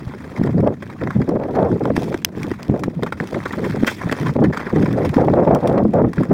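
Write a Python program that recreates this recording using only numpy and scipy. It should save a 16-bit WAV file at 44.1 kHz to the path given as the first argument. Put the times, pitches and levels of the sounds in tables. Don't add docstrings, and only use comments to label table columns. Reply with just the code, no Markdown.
import sys
import numpy as np
from scipy import signal
from scipy.fft import rfft, irfft
from scipy.io import wavfile
from scipy.ndimage import uniform_filter1d

SR = 44100
rng = np.random.default_rng(int(sys.argv[2]) if len(sys.argv) > 2 else 0)


def store_wav(level_fs):
    pcm = np.round(np.clip(np.atleast_2d(level_fs), -1, 1) * 32767)
    wavfile.write(sys.argv[1], SR, pcm.T.astype(np.int16))


N = 279153
TIME = np.arange(N) / SR


def amp(db):
    return 10 ** (np.asarray(db) / 20)


def evened(x):
    return x / np.sqrt(np.mean(x ** 2) + 1e-20)


def steadied(x, size):
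    power = uniform_filter1d(uniform_filter1d(x ** 2, size), size)
    return x / np.sqrt(abs(power) + 1e-12)


def read(points, hz):
    f, value = np.transpose(points)
    return np.interp(np.log(hz + 1), np.log(f + 1), value)


def colour(x, points, size=4096):
    log_gain = np.log(amp(read(points, abs(np.fft.fftfreq(size, 1 / SR)))))
    response = np.exp(np.conj(signal.hilbert(log_gain)))
    ring = np.fft.ifft(response).real[:size // 2]
    return signal.oaconvolve(x, ring / np.linalg.norm(ring))[:N]


def add(mix, s, sound):
    part = mix[max(round(s * SR), 0):][:len(sound)]
    part += sound[:len(part)]


def wander(hz):
    f = np.fft.rfftfreq(N, 1 / SR)
    lowpass = np.exp(-(f / hz) ** 2)
    return evened(irfft(rfft(rng.standard_normal(N)) * lowpass, N))


def held(start_s, length_s, rise_s, fall_s):
    t = TIME - start_s
    release = np.exp(-np.clip((t - length_s) / fall_s, 0, 20))
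    return np.clip(t / rise_s, 0, 1) * release


def grit(per_s, spread_db):
    size = amp(spread_db * np.minimum(rng.exponential(1, N), 4))
    clicks = rng.random(N) < per_s / SR
    return evened(size * rng.choice([-1, 1], N) * clicks)


# start_s, length_s, level_rel_db, brightness_db
GUSTS = [(0, .11, -37, -20), (0.375, 0.15, -19.5, -19), (0.537, 0.094, -16, -16), (0.62, 0.076, -17, -9),
         (1.0, 0.093, -24.5, -14.5), (1.146, 0.063, -15, -17), (1.274, .10, -20.5, -8.5),
         (1.39, 0.35, -29, 1.5), (1.555, 0.1, -20.5, 2), (1.698, 0.049, -16, -15.5),
         (1.801, 0.13, -21, -7.5), (1.942, 0.18, -25, -9.5), (2.349, 0.17, -27.5, -14.5),
         (2.682, 0.059, -17.5, -10.5), (2.789, 0.097, -26, -14.5), (2.961, 0.015, -20, -15),
         (3.013, 0.021, -20.5, -11), (3.196, 0.032, -24, -11.5), (3.321, 0.065, -23.5, -11.5),
         (3.565, 0.27, -23.5, -15), (4.033, 0.096, -27.5, -12.5), (4.195, .11, -21, -17),
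         (4.35, 0.071, -18.5, -7.5), (4.397, 0.091, -14.5, -13.5), (4.723, 0.12, -15, -14),
         (4.872, 0.24, -19.5, -12), (5.155, 0.078, -16.5, -3), (5.253, 0.1, -17, -3),
         (5.361, 0.064, -18, 2.5), (5.458, .10, -17.5, 2.5), (5.621, 0.2, -20, 1), (5.818, 0.068, -15, -17),
         (5.929, 0.099, -18, 1), (6.015, 0.057, -15.5, -16), (6.172, 0.041, -14.5, -13),
         (6.289, .05, -12.5, -11)]
GUST_RISE_S, GUST_FALL_S = 0.012, 0.024
BREEZE_REL_DB, BREEZE_BRIGHT_DB = -36, -15


def airflow():
    large = amp(BREEZE_REL_DB) ** 2
    small = large * amp(BREEZE_BRIGHT_DB) ** 2
    for start_s, length_s, db, bright_db in GUSTS:
        power = (amp(db) * held(start_s, length_s, GUST_RISE_S, GUST_FALL_S)) ** 2
        large = large + power
        small = small + power * amp(bright_db) ** 2
    return 10 * np.log10(large), 10 * np.log10(small / large)


# freq_hz, density_rel_db
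WIND_SPECTRUM = [(20, -44.5), (35, -42), (60, -13), (110, 3), (190, 2), (350, -2), (700, 1), (2000, 3),
                 (16000, -40.5)]


def wind(corner_hz=400 * 2 ** 0.76, db_per_octave=13, slope=3.5, shed_db=4, flutter_db=1.0,
         flutter_hz=45, swing_octaves=0.48, suction=0.17, trim_db=1.91):
    gust_db, bright_db = airflow()
    hz, t, z = signal.stft(rng.standard_normal(N), SR, nperseg=1024, noverlap=896)
    flutter = np.clip(wander(flutter_hz), -2, 1.5)
    octaves = bright_db / db_per_octave + swing_octaves * flutter
    corner = np.clip(corner_hz * 2 ** np.interp(t, TIME, octaves), 150, 620)
    ratio = hz[:, None] / corner
    shedding_db = shed_db * np.exp(-((ratio - .9) / 0.42) ** 2)
    rolloff = np.sqrt(1 + ratio ** (2 * slope))
    z = z * amp(read(WIND_SPECTRUM, hz)[:, None] + shedding_db) / rolloff
    noise = signal.istft(z, nperseg=1024, noverlap=896)[1][:N]
    rumble = steadied(noise * amp(flutter_db * flutter), size=1300)
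    cores = np.clip(-rumble - 1, 0, 2) ** 3
    highpass = signal.butter(2, 300, "high", fs=SR, output="sos")
    rumble = rumble - suction * signal.sosfilt(highpass, cores)
    return rumble * amp(gust_db + trim_db) * np.sqrt(1 + amp(bright_db) ** 2)


# freq_hz, density_rel_db
WOODS_SPECTRUM = [(20, -31.5), (80, 27), (250, -10.5), (600, -24.5), (1500, -38), (3000, -25),
                  (8000, -34.5), (16000, -25.5)]


def woods_air(level_db=-46):
    return amp(level_db) * colour(rng.standard_normal(N), WOODS_SPECTRUM)


# start_s, length_s, grind_rel_db, spray_rel_db, swell_db
STROKES = [(-.05, 0.55, -42, -57, 5), (0.888, 0.27, -43.5, -60, 7), (1.47, 0.5, -47.5, -59, 3),
           (1.951, 0.29, -46, -51, -18), (2.353, 0.19, -41, -52.5, -3), (2.582, 0.14, -43, -58.5, -7),
           (3.17, 0.69, -39, -50, 2.5), (3.863, 0.086, -38, -36.5, -14), (3.98, 0.299, -32.5, -46.5, 4),
           (4.521, 0.18, -30.5, -50.5, -5), (4.731, 0.48, -37, -52, 1), (5.205, 0.54, -44.5, -60, 0),
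           (6.145, 0.16, -40.5, -57.5, -5)]
BITE_S, LIFT_S = 0.006, 0.039
COAST_REL_DB, COAST_SPRAY_REL_DB = -50.5, -60.5


def pressure():
    grind, spray = amp(COAST_REL_DB) ** 2, amp(COAST_SPRAY_REL_DB) ** 2
    for start_s, length_s, grind_db, spray_db, swell_db in STROKES:
        progress = np.clip((TIME - start_s) / length_s, 0, 1)
        weight = held(start_s, length_s, BITE_S, LIFT_S) * amp(swell_db * (progress - .5))
        grind = grind + (weight * amp(grind_db)) ** 2
        spray = spray + (weight * amp(spray_db)) ** 2
    return 10 * np.log10(grind), 10 * np.log10(spray)


# freq_hz, density_rel_db
SKATE_SPECTRUM = [(100, -4.5), (350, 6.5), (700, 1.5), (1000, 5), (1250, 1.5), (1650, 1), (1820, 2),
                  (1930, 1), (2040, -0.5), (2300, -5), (2700, -16), (3400, -19.5), (5000, -26),
                  (12000, -55.5)]
# freq_hz, density_rel_db
CHIPS_SPECTRUM = [(800, -17.5), (2400, 9), (3400, 5.5), (4200, -0.5), (5200, 2), (6200, -3), (7400, -5),
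                  (8900, -7.5), (9700, -7), (10400, -8.5), (13000, -8), (15300, -10.5), (17000, -16.5)]


def glide(grind_db, spray_db, grind_trim_db=0.5, spray_trim_db=2.0, bump_db=4.0, spray_bump_db=3,
          bump_hz=80, tick_db=-6):
    bumps = np.clip(wander(bump_hz), -2, 2)
    body = steadied(grit(per_s=1300, spread_db=2.5) * amp(bump_db * bumps), size=3000)
    chips = steadied(grit(per_s=15000, spread_db=-3.5) * amp(spray_bump_db * bumps), size=3000)
    ticks = amp(tick_db) * grit(per_s=13, spread_db=2.0)
    grinding = colour(body * amp(grind_db + grind_trim_db), SKATE_SPECTRUM)
    spraying = colour((chips + ticks) * amp(spray_db + spray_trim_db), CHIPS_SPECTRUM)
    return grinding + spraying


def shifting(x, depth_db=3):
    z = signal.stft(x, SR, nperseg=256, noverlap=192)[2]
    patches = uniform_filter1d(rng.standard_normal(z.shape), size=4, axis=0)
    patches = evened(uniform_filter1d(patches, size=10, axis=1))
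    z = z * evened(amp(depth_db * np.clip(patches, -2, 2)))
    return signal.istft(z, nperseg=256, noverlap=192)[1][:N]


def banks(x, t60_s=0.12, wet_db=-19):
    t = np.arange(SR // 2) / SR
    echoes = rng.standard_normal(len(t)) * (rng.random(len(t)) < .05)
    tail = echoes * amp(-60 * t / t60_s) * (t > .006)
    return amp(wet_db) * signal.oaconvolve(x, tail / np.linalg.norm(tail))[:N]


# centre_s, level_rel_db, centre_pitch_hz
BUFFETS = [(0.076, -12, 123), (0.415, -4.5, 244.5), (0.568, -7.5, 237), (1.293, -6, 326), (1.36, -8, 322),
           (1.905, -7.5, 554), (1.98, -4.5, 284), (2.149, -10, 323), (2.45, -12.5, 275.4),
           (2.519, -11, 345), (2.698, -3.5, 242), (2.882, -9.5, 236.3), (3.835, -1, 257.6),
           (4.062, -7, 146.6), (4.304, -6.5, 154), (4.43, -17, 236), (5.169, -1, 278), (5.854, -1.5, 271.4)]


def buffets(width_s=0.0031, sag=0.204, suction=1.0, trim_db=-2.0):
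    out, t = np.zeros(N), np.arange(-1300, 1300) / SR
    for (centre_s, db, hz), phase in zip(BUFFETS, rng.random(len(BUFFETS))):
        pitch_hz = hz * (1 - sag * np.tanh(t / width_s))
        turns = np.cumsum(pitch_hz) / SR + phase
        wave = np.sin(2 * np.pi * turns) / np.cosh(t / width_s * np.sqrt(2))
        core = np.minimum(wave, 0) ** 4
        add(out, centre_s + t[0], amp(db + trim_db) * (wave - suction * core))
    return out


RIDGES_PER_S, RIDGE_SPREAD_DB, RIDGE_DECAY_S = 6, 5.5, 0.0023
RIDGE_RING_DB, RIDGE_CRUNCH_DB = 16.5, 5.5


def small_ridges(grind_db, spray_db):
    hits = np.flatnonzero(rng.random(N) < RIDGES_PER_S / SR)
    size_db = RIDGE_SPREAD_DB * (2 * rng.random(N) - 1)
    ring_db = grind_db + RIDGE_RING_DB + size_db
    crunch_db = spray_db + RIDGE_CRUNCH_DB + size_db
    return [(i / SR, ring_db[i], crunch_db[i], RIDGE_DECAY_S) for i in hits]


# start_s, skate_ring_rel_db, ice_crunch_rel_db, decay_s
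KNOCKS = [(0.371, -27.5, -41, 0.0097), (0.435, -26, -33, 0.0036), (0.472, -23.5, -52, 0.0041),
          (0.581, -20, -48, 0.0013), (0.603, -30, -41.5, 0.004), (0.739, -32, -56, 0.003),
          (0.822, -25.5, -41.5, 0.0098), (0.899, -28.5, -43, 0.005), (1.013, -23.5, -48, 0.006),
          (1.035, -19, -41, 0.0039), (1.072, -25, -47, 0.0035), (1.105, -20, -36, 0.0041),
          (1.215, -23.5, -40, 0.0058), (1.29, -32, -32, 0.0029), (1.435, -25, -41.5, 0.0033),
          (1.549, -24, -43, 0.011), (1.854, -18, -31.5, 0.0018), (1.965, -13, -21.5, 0.0022),
          (2.142, -15.5, -30, 0.0033), (2.431, -48, -24.5, 0.0022), (2.514, -21.5, -34, 0.0021),
          (2.63, -44, -24.5, 0.0015), (2.793, -36, -35.5, 0.0054), (2.835, -20, -26, 0.0045),
          (3.024, -19, -40, 0.002), (3.032, -19.5, -25.5, 0.0036), (3.063, -23, -40, 0.0096),
          (3.123, -16, -31, 0.0052), (3.201, -11.5, -29, 0.00088), (3.345, -18, -49, 0.0035),
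          (3.455, -17.5, -36, 0.0081), (3.531, -21, -53, 0.0081), (3.64, -21.5, -35.5, 0.015),
          (3.753, -27, -52, 0.0038), (3.867, -22, -21.5, 0.0059), (3.876, -12, -23, 0.0044),
          (3.914, -27.5, -42, 0.009), (4.014, -27, -50, 0.0044), (4.113, -17, -29, 0.0037),
          (4.124, -7.5, -21.5, 0.0029), (4.257, -25.5, -41, 0.024), (4.437, -19, -37, 0.012),
          (4.572, -15, -30, 0.0054), (4.664, -22.5, -52, 0.012), (4.758, -23, -38, 0.005),
          (4.824, -19.5, -37, 0.0069), (4.928, -31, -30, 0.0025), (5.047, -24, -32, 0.012),
          (5.14, -20.5, -32, 0.0054), (5.548, -19, -22, 0.0026), (5.673, -21, -25, 0.0042),
          (5.777, -17, -47, 0.006), (5.935, -34, -36, 0.0042), (6.132, -22.5, -33, 0.0039),
          (6.181, -21, -57, 0.0035), (6.233, -20.5, -34.5, 0.0031)]
# freq_hz, density_rel_db
SHEET_SPECTRUM = [(60, -27), (200, 1.5), (380, 6), (700, 0.5), (1500, -43.5), (6000, -62)]


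def knocks(ridges, ring_trim_db=2, crunch_trim_db=0, thud_db=-6.5, rise=0.17, stop=1.22):
    ring, crunch, t = np.zeros(N), np.zeros(N), np.arange(SR // 8) / SR
    for start_s, skate_db, ice_db, decay_s in ridges:
        attack = 1 - np.exp(-t / (rise * decay_s))
        burst = np.exp(-(t / decay_s) ** stop / stop) * attack
        add(ring, start_s, amp(skate_db + ring_trim_db) * burst)
        add(crunch, start_s, amp(ice_db + crunch_trim_db) * burst)
    grains = ring * steadied(grit(per_s=13000, spread_db=1.5), size=120)
    splinters = crunch * steadied(grit(per_s=7800, spread_db=2.5), size=120)
    thud = amp(thud_db) * colour(grains, SHEET_SPECTRUM)
    return colour(grains, SKATE_SPECTRUM) + colour(splinters, CHIPS_SPECTRUM) + thud


# freq_hz, level_rel_db, t60_s
SNAP_MODES = [(1870, 1.5, 0.0031), (2840, 3, 0.0053), (3400, -3, 0.0092), (3990, -11.5, 0.011),
              (5050, -3, 0.01), (6180, -1, 0.0065), (9760, -4.5, 0.0054), (11000, -8, 0.0072),
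              (13700, -5, 0.0084), (15000, -23, 0.0023), (15400, -4, 0.0046)]
SNAP_AT_S, SNAP_TRIM_DB = 2.248, -3.5


def snap():
    out, modes, t = np.zeros(N), 0, np.arange(SR // 20) / SR
    for k, (hz, db, t60_s) in enumerate(SNAP_MODES):
        modes = modes + (-1) ** k * amp(db - 60 * t / t60_s) * np.sin(2 * np.pi * hz * t)
    add(out, SNAP_AT_S, amp(SNAP_TRIM_DB) * modes)
    return out


# freq_hz, density_rel_db
CHATTER_SPECTRUM = [(500, -24), (1200, -11), (1600, 2), (1780, -4), (1980, 0), (2400, -9), (3500, -22),
                    (9000, -45)]
SKID_START_S, SKID_LENGTH_S, SKID_DB = 3.869, .022, -18.5
SKID_RISE_S, SKID_FALL_S = .008, .006


def skid():
    slips = steadied(grit(per_s=3000, spread_db=2), size=120)
    envelope = held(SKID_START_S, SKID_LENGTH_S, SKID_RISE_S, SKID_FALL_S)
    return colour(amp(SKID_DB) * envelope * slips, CHATTER_SPECTRUM)


def scene():
    grind_db, spray_db = pressure()
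    ridges = KNOCKS + small_ridges(grind_db, spray_db)
    skates = shifting(glide(grind_db, spray_db) + knocks(ridges)) + skid()
    air = wind() + buffets() + woods_air()
    return (skates + banks(skates) + snap() + air)[None]


# centre_hz, width_hz
NOTCHES = [(2890, 230), (7835, 63), (11900, 1900)]
EDGE_HZ = 16200


def record(dry):
    sound = dry
    for hz, width_hz in NOTCHES:
        sound = signal.lfilter(*signal.iirnotch(hz, hz / width_hz, fs=SR), sound)
    lowpass = signal.firwin(255, EDGE_HZ, window=("kaiser", 9), fs=SR)
    return signal.oaconvolve(np.clip(sound, -1, 1), lowpass[None], "same")


dry = scene()
out = record(dry)
store_wav(out)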